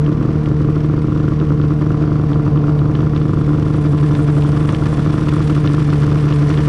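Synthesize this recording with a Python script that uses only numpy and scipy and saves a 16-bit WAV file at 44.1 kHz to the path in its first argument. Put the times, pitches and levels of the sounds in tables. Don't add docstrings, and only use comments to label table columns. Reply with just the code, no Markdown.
import sys
import numpy as np
from scipy import signal
from scipy.fft import rfft, irfft, next_fast_len
from scipy.io import wavfile
from scipy.ndimage import uniform_filter1d, minimum_filter1d

SR = 44100
rng = np.random.default_rng(int(sys.argv[2]) if len(sys.argv) > 2 else 0)


def master_out(mix):
    frames = np.transpose(np.atleast_2d(mix))
    ceiling = np.clip(frames, -1, 1)
    pcm = np.round(ceiling * 32767).astype(np.int16)
    wavfile.write(sys.argv[1], SR, pcm)


N = 294588
T = np.arange(N) / SR
IDLE_RPM, TUNED_RPM = 2247, 2252

# (frequency [Hz], gain [dB], t60 [s])
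PIPE_MODES = [(24, -32, 0.12), (63, -24, 0.16), (101.3, -12.5, 0.1), (128.5, -11.5, .11), (182, -37.5, .15),
              (381.5, -33, .06), (427, -30, 0.065)]
# (frequency [Hz], gain [dB], t60 [s])
SILENCER_MODES = [(1033, 0.5, 0.093), (1151, 0.5, 0.061), (1388, 2, .05)]
# (frequency [Hz], gain [dB], t60 [s])
CLUTCH_MODES = [(1740, 8.5, 0.035), (2100, 1, 0.0094), (2790, 8, 0.01), (3020, 0.5, 0.023),
                (3420, -7.5, 0.024), (4340, -9, 0.014), (4470, -11.5, 0.033), (5770, -6.5, 0.047),
                (8900, -14.5, 0.0084)]


def from_db(db):
    return 10 ** (np.asarray(db) / 20)


def rms_one(x):
    return x / np.sqrt(np.mean(x ** 2) + 1e-20)


def curve(points):
    return np.interp(T, *np.transpose(points))


def low_pass(x, hz):
    return signal.sosfilt(signal.butter(2, hz, fs=SR, output="sos"), x)


def steep(x, edges_hz, kind):
    return signal.sosfilt(signal.butter(6 if kind == "low" else 3, edges_hz, kind, fs=SR, output="sos"), x)


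def drift(hz):
    return rms_one(low_pass(rng.standard_normal(N + SR), hz)[SR:])


def noise(spectrum, envelope=1):
    hz, db = np.transpose(spectrum)
    size = next_fast_len(N)
    f = np.maximum(np.fft.rfftfreq(size, 1 / SR), 1)
    skirts = np.minimum(f / hz[0], 1) ** 2 * np.minimum(hz[-1] / f, 1) ** 2
    gain = skirts * from_db(np.interp(np.log(f), np.log(hz), db))
    return rms_one(irfft(rfft(envelope * rng.standard_normal(N), size) * gain, size)[:N])


def clicks(times, sizes):
    out = np.zeros(N)
    np.add.at(out, np.clip((times * SR).astype(int), 0, N - 1), sizes)
    return out


def fade(x, t60):
    return signal.lfilter([1], [1, -from_db(-60 / (t60 * SR))], x + 1e-18)


def ring(x, hz, t60):
    r, w = from_db(-60 / (t60 * SR)), 2 * np.pi * hz / SR
    return signal.lfilter([1, -r * np.cos(w)], [1, -2 * r * np.cos(w), r * r], x + 1e-18)


def strike(times, sizes, modes, scatter_db):
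    chance = rng.standard_normal((len(times), len(modes)))
    return sum(ring(clicks(times, sizes * from_db(db + scatter_db * chance[:, k])), hz, t60)
               for k, (hz, db, t60) in enumerate(modes))


def drone(angle, pressure, rpm, steepening_rad=.21, waver_db=1.2):
    # (order, level [dB], swell with pressure [dB], slope about the tuned speed [dB/rpm])
    harmonics = [(1, -32, .8, 0), (2, -25.5, .8, 0), (3, -29, .8, 0), (4, -14.5, .8, -.055),
                 (5, -28, .8, 0), (6, -28.5, .3, .06), (8, -22, 4.5, -.03), (12, -31, -1, -.06)]
    returning = angle + np.pi / 2 + .12 - .03 * pressure + .03 * drift(14)
    out = 0
    for order, db, swell_db, db_per_rpm in harmonics:
        swell = swell_db * np.minimum(pressure, 1)
        level = from_db(db + swell + waver_db * drift(20.3) + db_per_rpm * (rpm - TUNED_RPM))
        out += np.sqrt(2) * level * np.cos(order * returning + steepening_rad * (order - 3))
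    return out


def bark(times, db, spit_lead_s=.003):
    front = pop(times, db)
    can = from_db(-49) * sum(from_db(gain) * ring(front, hz, t60) for hz, gain, t60 in SILENCER_MODES)
    gas = noise([(600, -12), (870, -5), (1050, 8.5), (1400, 10.5), (1700, 9), (2100, 3), (3500, -12)])
    puffs = fade(clicks(times - spit_lead_s, from_db(db - 11.5)), t60=.03)
    return front + can + gas * low_pass(puffs, 300)


def pop(times, db, gain_db=6.2, middle_hz=1210, octaves_per_s=110, width_s=.0009, pitch_spread=.03):
    t = np.arange(-SR // 100, SR // 100) / SR
    window = np.exp(-.5 * (t / width_s) ** 2)
    out = np.zeros(N + len(t))
    for s, level, chance in zip(times, from_db(db + gain_db), rng.standard_normal(len(times))):
        hz = middle_hz * np.exp(pitch_spread * chance) * 2 ** (-octaves_per_s * t)
        start = min(int(s * SR), N)
        out[start:start + len(t)] += level * window * np.sin(2 * np.pi * np.cumsum(hz) / SR)
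    return out[len(t) // 2:][:N]


def boom(times, db, lead_s=.0018):
    # (time [s], level [dB])
    honk_levels = [(0, -8.5), (1.3, -9.5), (2.6, -14), (3.3, -11.5), (4.3, -12.5), (5.5, -13), (6.6, -13.5)]
    blast = from_db(.75 * (db - uniform_filter1d(db, size=15)))
    onsets = times - lead_s
    honk_gain = from_db(np.interp(times, *np.transpose(honk_levels)))
    honk = ring(clicks(onsets, blast * honk_gain), hz=295, t60=.06)
    return steep(strike(onsets, blast, PIPE_MODES, scatter_db=1) + honk, 500, "low")


def weak_firings(openings, rpm, uneven_db_per_rpm=.14):
    loudness, push = rng.uniform(-1.07, 1, (len(openings), 2)).T
    sag_rpm = np.maximum(TUNED_RPM - np.interp(openings, T, rpm), 0)
    taps = strike(openings, from_db(-42 + 2 * loudness), SILENCER_MODES, scatter_db=3)
    shoves = strike(openings, from_db(-9 + uneven_db_per_rpm * sag_rpm) * push, PIPE_MODES, scatter_db=2.5)
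    return steep(taps, [850, 1500], "band") + steep(shoves, 500, "low")


def roar(angle, pressure, pulsing_db=-4.5, swell_db=1):
    # (frequency [Hz], relative density [dB])
    jet_spectrum = [(20, -5), (60, -6), (115, -5), (160, -5), (215, -9.5), (255, 9), (310, 6), (360, 3),
                    (450, 0), (560, -16), (700, -12.5), (860, -32), (1120, -9.5), (1400, -20.5),
                    (2600, -31)]
    # (time [s], level [dB])
    jet_levels = [(0, -28.5), (1.5, -29.5), (2.6, -30), (4.1, -32.5), (5.2, -31.5), (6.6, -29)]
    pulsing = from_db(pulsing_db * np.cos(4 * angle - .88))
    return from_db(curve(jet_levels) + swell_db * pressure) * noise(jet_spectrum, pulsing)


def crank(times):
    half_turn_s = 30 / IDLE_RPM
    marks = np.r_[times[0] - 20 * half_turn_s, times, times[-1] + 20 * half_turn_s]
    half_turns = np.r_[0, np.cumsum(np.round(np.diff(marks) / half_turn_s))]
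    steady = np.pi * T / half_turn_s
    hunting = np.pi * np.interp(T, marks, half_turns) - steady
    ahead = uniform_filter1d(hunting, size=SR // 20)
    rpm = IDLE_RPM * (1 + uniform_filter1d(np.gradient(ahead) / np.gradient(steady), size=SR // 5))
    openings = np.interp(np.arange(half_turns[-1]), half_turns, marks)
    return rpm, steady + ahead, openings[(openings > 0) & (openings < T[-1])]


def pipe_pressure(times, db, width_s=.013, lag_s=.0035):
    size = int(width_s * SR)
    pulses = clicks(times + lag_s, from_db(db / 2))
    swell = uniform_filter1d(uniform_filter1d(pulses, size), size)
    return rms_one(swell - swell.mean())


def clatter(angle, pressure, turn_db=2.35, kick_db=2, flutter_db=2, taps_per_s=170):
    # (time [s], level [dB], sizzle level [dB])
    clatter_levels = [(0, -48, -67), (3.102, -48.5, -64.5), (4.201, -43.5, -52.5), (6.599, -40, -53.5)]
    # (frequency [Hz], relative density [dB])
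    rattle_spectrum = [(1200, 6.5), (1700, 2.5), (2200, -0.5), (2800, -4), (3400, -6.5), (4200, -9),
                       (5700, -10.5), (6800, -19), (9000, -28.5)]
    # (frequency [Hz], relative density [dB])
    sizzle_spectrum = [(5000, -22), (7000, 5.5), (9200, 7.5), (10200, 2), (11200, -12), (13000, -25.5),
                       (15500, -37)]
    s, db, sizzle_db = np.transpose(clatter_levels)
    shake = from_db(turn_db * np.cos(angle + 2.2) + kick_db * pressure + flutter_db * drift(150))
    rattle = noise(rattle_spectrum, shake)
    sizzle = noise(sizzle_spectrum, shake ** .48 * from_db(2.5 * drift(23)))
    touch = rng.random(N) < taps_per_s * shake / SR
    taps = rms_one(low_pass(strike(T[touch], shake[touch], CLUTCH_MODES, scatter_db=4), 8000))
    chatter = from_db(np.interp(T, s, db)) * (from_db(7) * rattle + from_db(-3) * taps)
    return chatter + from_db(np.interp(T, s, sizzle_db)) * sizzle + shifting_ring(shake)


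def knocks():
    # (time [s], level [dB], tick level [dB])
    impacts = [(.063, -31.5, -65), (.458, -28, -62), (.848, -30, -60), (1.4003, -31, -72),
               (1.615, -31, -60), (2.332, -29, -55), (2.574, -26, -59), (2.791, -28, -60),
               (2.952, -20, -53), (3.0055, -27, -58), (3.163, -25.5, -50), (3.216, -27.5, -58),
               (3.987, -30, -64), (4.151, -22, -45), (4.4225, -26.5, -52), (4.6907, -17.5, -54),
               (4.724, -37, -34.5), (4.748, -23.5, -50), (4.857, -24, -38), (5.675, -18, -50),
               (5.734, -34, -34), (6.3248, -18.5, -48), (6.492, -41, -34), (6.542, -27, -52),
               (6.575, -25, -64)]
    times, db, tick_db = np.transpose(impacts)
    body = steep(strike(times, from_db(db - 17), CLUTCH_MODES, scatter_db=2), 5000, "low")
    crack = noise([(1200, 2), (1700, 3), (2400, 2), (3300, 6), (4200, -3), (5000, -12), (6500, -24)])
    blows = clicks(times, from_db(db))
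    crack *= from_db(-6) * fade(blows, t60=.013) + from_db(-13.5) * fade(blows, t60=.038)
    tick = noise([(4000, 0), (6000, 0), (10000, -6), (13000, -22)])
    tick *= fade(clicks(times, from_db(tick_db)), t60=.018)
    return body + steep(crack, 5500, "low") + steep(tick, 10000, "low")


def hood(pressure, gain_db=-1.5, swell_db=1.8):
    # (time [s], level [dB])
    buzz_levels = [(0, -33.5), (1.3, -37), (2.75, -30), (3.2, -35), (4.75, -29), (5.3, -33.5), (6.6, -32)]
    buzz = noise([(520, -5.5), (680, -3), (860, -10.5), (1030, -6.5), (1200, -15), (1600, -26)])
    return buzz * from_db(gain_db + curve(buzz_levels) + swell_db * pressure)


def shifting_ring(shake, tones_hz=(3450, 4630), t60=.02):
    # (time [s], lower tone level [dB], upper tone level [dB])
    tone_levels = [(0, -63.5, -71.5), (1.8, -69.5, -65), (2.2, -63, -60), (2.7, -65, -59.5),
                   (3.2, -55, -63), (5.3, -49.5, -65), (6.6, -55, -67)]
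    s, *levels = np.transpose(tone_levels)
    return sum(from_db(np.interp(T, s, db)) * rms_one(ring(shake * rng.standard_normal(N), hz, t60))
               for hz, db in zip(tones_hz, levels))


def scene():
    # (time [s], level [dB])
    firings = [(0.0818, -26), (0.0953, -30), (0.1223, -29.5), (0.2126, -29), (0.252, -26), (0.291, -26.5),
               (0.3565, -30.5), (0.4754, -28), (0.5156, -25.5), (0.6079, -27.0), (0.6474, -28.5),
               (0.6881, -27.0), (0.701, -31), (0.767, -26.5), (0.8464, -27.5), (0.8993, -25.5),
               (0.9394, -23.5), (0.9793, -25.5), (1.0446, -28.5), (1.0838, -28.5), (1.1233, -25.0),
               (1.163, -25.0), (1.2023, -25.5), (1.2423, -29.0), (1.2821, -21.5), (1.3217, -25.0),
               (1.4146, -28), (1.4269, -25), (1.5066, -22.5), (1.5209, -26.5), (1.6006, -22.5),
               (1.6409, -24.5), (1.7077, -23.0), (1.7208, -26.5), (1.814, -29), (1.827, -26),
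               (1.8668, -24.0), (1.9065, -23.0), (1.9456, -23.5), (2.0132, -29.5), (2.0255, -28),
               (2.039, -24.5), (2.0787, -28), (2.1188, -24.0), (2.1586, -26.5), (2.1985, -22),
               (2.238, -26.5), (2.3039, -29.5), (2.3183, -27.5), (2.3591, -26), (2.3984, -23.5),
               (2.4664, -23.0), (2.4796, -24.5), (2.5608, -21), (2.574, -27), (2.6418, -28), (2.6831, -24),
               (2.696, -27.5), (2.8177, -22), (2.8584, -25), (2.898, -24), (2.9513, -26.5), (2.9914, -21.5),
               (3.0055, -28.0), (3.031, -26.5), (3.0698, -25.5), (3.1358, -28.5), (3.163, -29.5),
               (3.2155, -26.5), (3.2556, -27), (3.295, -22.5), (3.3349, -22.5), (3.374, -23.5),
               (3.4134, -22.5), (3.4795, -26), (3.493, -28.5), (3.5068, -28.5), (3.5336, -29),
               (3.5467, -24.0), (3.586, -27.5), (3.6261, -24.0), (3.6662, -26), (3.7055, -25.5),
               (3.7459, -23.0), (3.785, -26.0), (3.8529, -25), (3.8661, -27.5), (3.9345, -22.5),
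               (3.948, -26), (4.0296, -21.5), (4.0429, -28.5), (4.1105, -21.5), (4.1238, -27.5),
               (4.192, -23), (4.2053, -23), (4.287, -23), (4.2996, -28), (4.3686, -25), (4.382, -26),
               (4.45, -21), (4.4915, -28.5), (4.5315, -25), (4.5721, -20.5), (4.6119, -25.0),
               (4.6512, -21.5), (4.6925, -21), (4.7315, -22.5), (4.8233, -21.5), (4.864, -22.0),
               (4.9288, -28.5), (4.9815, -28.0), (4.996, -28.5), (5.0626, -23), (5.0755, -28.5),
               (5.1012, -20.5), (5.1418, -21.5), (5.182, -22.0), (5.2204, -26.5), (5.2734, -22.0),
               (5.2868, -23.5), (5.3265, -21.5), (5.34, -24.5), (5.3666, -20.5), (5.406, -19.5),
               (5.4991, -21), (5.5119, -25.5), (5.5658, -26.0), (5.5793, -21.0), (5.6469, -20),
               (5.6598, -25.5), (5.7007, -20), (5.7423, -19), (5.7824, -23), (5.821, -24.5),
               (5.8896, -26.5), (5.9298, -19.5), (5.9433, -27.5), (6.0259, -27.5), (6.039, -23.5),
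               (6.0802, -20.5), (6.1204, -23), (6.1608, -23.5), (6.2412, -28.0), (6.269, -30),
               (6.3093, -24.5), (6.323, -23.5), (6.4188, -25), (6.4324, -27.5), (6.501, -24.5),
               (6.514, -23), (6.5805, -23.5), (6.594, -25), (6.6739, -23.5)]
    times, db = np.transpose(firings)
    rpm, angle, openings = crank(times)
    pressure = pipe_pressure(times, db)
    exhaust = drone(angle, pressure, rpm) + boom(times, db) + bark(times, db)
    exhaust += weak_firings(openings, rpm) + roar(angle, pressure)
    return (exhaust + hood(pressure) + knocks() + clatter(angle, pressure))[None]


def record(dry, threshold_db=-6.5, squeeze=.75, release_db_per_s=400, cutoff_hz=15000):
    release_db = release_db_per_s * T
    over_db = squeeze * np.maximum(20 * np.log10(np.abs(dry[0]) + 1e-9) - threshold_db, 0)
    held_db = np.maximum.accumulate(over_db + release_db) - release_db
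    gain_db = uniform_filter1d(uniform_filter1d(minimum_filter1d(-held_db, size=161), size=81), size=81)
    return signal.sosfilt(signal.cheby2(12, 70, cutoff_hz, fs=SR, output="sos"), dry * from_db(gain_db))


dry = scene()
out = record(dry)
master_out(out)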